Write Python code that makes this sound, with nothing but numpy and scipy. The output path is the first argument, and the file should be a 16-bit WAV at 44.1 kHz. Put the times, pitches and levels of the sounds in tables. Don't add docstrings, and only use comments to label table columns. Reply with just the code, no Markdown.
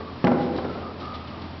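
import sys
import numpy as np
from scipy import signal
from scipy.fft import rfft, irfft
from scipy.io import wavfile

SR = 44100
rng = np.random.default_rng(int(sys.argv[2]) if len(sys.argv) > 2 else 0)


def file_out(sig):
    cols = np.atleast_2d(sig).T
    lim = np.clip(cols, -1, 1)
    pcm = np.round(lim * 32767).astype(np.int16)
    wavfile.write(sys.argv[1], SR, pcm)


N = 70560

# start_s, thud_db, ring_db
POLE_BLOWS = [(.2418, -9, -26.5), (0.2488, -9.5, -31.5), (0.2645, -16, -29.5), (0.2747, -20, -32),
              (0.3154, -12.5, -35.5)]


def undb(db):
    return 10 ** (np.asarray(db) / 20)


def fade(start_s, t60_s, rise_s):
    age = np.maximum(np.arange(N) / SR - start_s, 0)
    return (1 - np.exp(-age / rise_s)) * np.exp(-np.log(1000) * age / t60_s)


def unit_rms(x):
    return x / np.sqrt(np.mean(x ** 2))


def noise(gain):
    f = np.maximum(np.fft.rfftfreq(N, 1 / SR), 1)
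    phases = np.exp(2j * np.pi * rng.random(len(f)))
    return unit_rms(irfft(gain(f) * phases, N))


def band(hz, width_hz):
    return noise(lambda f: 1 / (1 + ((f * f - hz * hz) / (f * width_hz)) ** 2))


def drift(rate_hz):
    return noise(lambda f: np.exp(-(f / rate_hz) ** 2))


def background():
    # frequency_hz, relative_density_db
    air_spectrum = [(15, -42.5), (25, -11.5), (53, -21.5), (76, -5.5), (109, -10.5), (235, -3.5),
                    (424, -14), (485, -20), (569, -12.5), (1260, -16.5), (1470, -22.5), (4570, -28.5),
                    (5600, -34.5), (7280, -73), (12300, -120)]
    # pitch_hz, level_db
    hum_tones = [(85, -43.5), (128.5, -51.5), (242, -55)]
    t = np.arange(N) / SR
    air_hz, air_db = np.array(air_spectrum).T
    air = noise(lambda f: undb(np.interp(np.log(f), np.log(air_hz), air_db)))
    out = air * undb(-38 + 0.83 * drift(11))
    for hz, db in hum_tones:
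        amplitude = np.sqrt(2) * undb(db - 0.73 * drift(4.6))
        out += amplitude * np.sin(2 * np.pi * hz * t + 0.51 * drift(3.8))
    return out


def squeaks():
    # start_s, length_s, pitch_hz, level_db
    notes = [(-.03, 0.046, 1148, -42), (0.028, .06, 1180, -53.5), (0.625, 0.073, 1320, -41.5),
             (0.77, 0.12, 1205, -43), (1.008, 0.027, 1230, -37.5), (1.075, 0.041, 1224, -40),
             (1.203, 0.039, 1260, -49), (1.325, 0.038, 1203, -46.5)]
    t, out = np.arange(N) / SR, 0
    t60_s = 0.69
    for start, length, hz, db in notes:
        swell = np.clip((t - start) / (length / 2), 0, 1)
        tail = np.exp(-np.log(1000) * np.maximum(t - start - length, 0) / t60_s)
        out += undb(db) * swell * tail * band(hz, width_hz=99)
    return out


def hall(x):
    # centre_hz, relative_db, t60_s
    bands = [(70, -14, 0.7), (140, -7, 1.9), (293, -0.5, 1.3), (530, -0.5, 2.16), (895, -4, 1.83),
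             (1600, -4, 1.84), (2960, -8, 1.3), (6100, -9.5, 0.35)]
    log_f = np.log(np.maximum(np.fft.rfftfreq(N, 1 / SR), 1))
    log_centres = np.log([row[0] for row in bands])
    white = rfft(rng.standard_normal(N))
    response, wet_db = 0, 1
    for share, (_, db, t60) in zip(np.eye(len(bands)), bands):
        echoes = irfft(white * np.interp(log_f, log_centres, share), N)
        env = fade(start_s=0.0027, t60_s=t60, rise_s=0.0054)
        response += undb(db) * echoes * env / np.linalg.norm(env)
    return undb(wet_db) * signal.fftconvolve(x, response)[:N]


def sand():
    # start_s, level_db, t60_s
    scuffs = [(0.176, -47, 0.017), (.404, -40, 0.15), (.432, -50, 0.12), (0.563, -34, 0.024),
              (0.5762, -32.5, 0.025), (0.994, -39, 0.15), (1.054, -38, .02), (1.139, -38.5, 0.14),
              (1.273, -39.5, 0.046), (1.418, -37.5, 0.039)]
    env = sum(undb(db) * fade(start, t60, rise_s=t60 / 20) for start, db, t60 in scuffs)
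    return band(hz=3460, width_hz=2300) * env


def footfalls():
    # start_s, level_db
    steps = [(.002, -26), (0.38, -22.5), (0.582, -18.5), (0.643, -20.5), (1.336, -34.5), (1.371, -32.5)]
    env = sum(undb(db) * fade(start, t60_s=0.074, rise_s=0.0037) for start, db in steps)
    return band(hz=272, width_hz=610) * env


def pole_rumble():
    rough = unit_rms(band(hz=310, width_hz=210) * undb(3 * drift(60)))
    return undb(-20) * rough * fade(start_s=0.3, t60_s=1.0, rise_s=0.09)


def pole_ring():
    # pitch_hz, relative_db, t60_s
    modes = [(244.3, -1, 1.2), (356.6, -3, 1.52), (500, -6, 2.0), (556, -10, 0.85), (649, -9, 0.89),
             (808, -7.5, 1.2), (815, -6, 1.2), (973, -17, .9), (1347, -11.5, 0.35), (1620, -22.5, 0.4),
             (2040, -16.5, 0.22)]
    age = np.arange(N) / SR - POLE_BLOWS[0][0]
    out, waver_hz = 0, 26.7
    for hz, db, t60 in modes:
        energy = sum((undb(ring_db) * fade(start, t60, rise_s=0.0036)) ** 2
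                     for start, _, ring_db in POLE_BLOWS)
        waver = 1 + 0.64 * (drift(waver_hz) + 1j * drift(waver_hz))
        tone = np.imag(waver * np.exp(2j * np.pi * hz * age))
        out += undb(db) * np.sqrt(energy) * tone
    return out


def hoof_cracks():
    # start_s, level_db, centre_hz, width_hz, t60_s
    contacts = [(0.241, -14.5, 653, 690, 0.038), (0.246, -15.5, 2770, 2270, 0.0054),
                (0.2471, -23.5, 1826, 1770, 0.012), (0.2482, -16.5, 740, 885, 0.02),
                (0.2683, -23.5, 2090, 900, 0.034), (.2700, -17.5, 1250, 880, 0.022),
                (0.276, -14.5, 750, 487, 0.03), (0.2841, -33, 2600, 3000, 0.0093),
                (0.3153, -15.5, 701, 502, 0.041)]
    out = 0
    for start, db, hz, width_hz, t60 in contacts:
        env = fade(start, t60, rise_s=0.00074)
        burst = band(hz, width_hz) * env
        out += undb(db) * burst * np.linalg.norm(env) / np.linalg.norm(burst)
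    return out


def pole_thuds():
    # pitch_hz, relative_db, t60_s
    modes = [(133, -16.5, 0.042), (191, -1.5, 0.072), (236.4, 2.5, 0.06), (325, -4.5, 0.065)]
    t, out = np.arange(N) / SR, 0
    for start, thud_db, _ in POLE_BLOWS:
        for hz, db, t60 in modes:
            tone = np.sin(2 * np.pi * hz * (t - start))
            out += undb(thud_db + db) * tone * fade(start, t60, rise_s=0.0023)
    return signal.sosfilt(signal.butter(2, 57, "high", fs=SR, output="sos"), out)


def scene():
    impacts = pole_thuds() + hoof_cracks() + footfalls()
    spray = sand()
    reverberation = hall(impacts + undb(3.5) * spray)
    mix = impacts + spray + reverberation + pole_ring() + pole_rumble() + squeaks() + background()
    return mix[None]


def record(dry):
    cutoff_hz = 5550
    return signal.sosfilt(signal.butter(20, cutoff_hz, fs=SR, output="sos"), dry)


dry = scene()
out = record(dry)
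file_out(out)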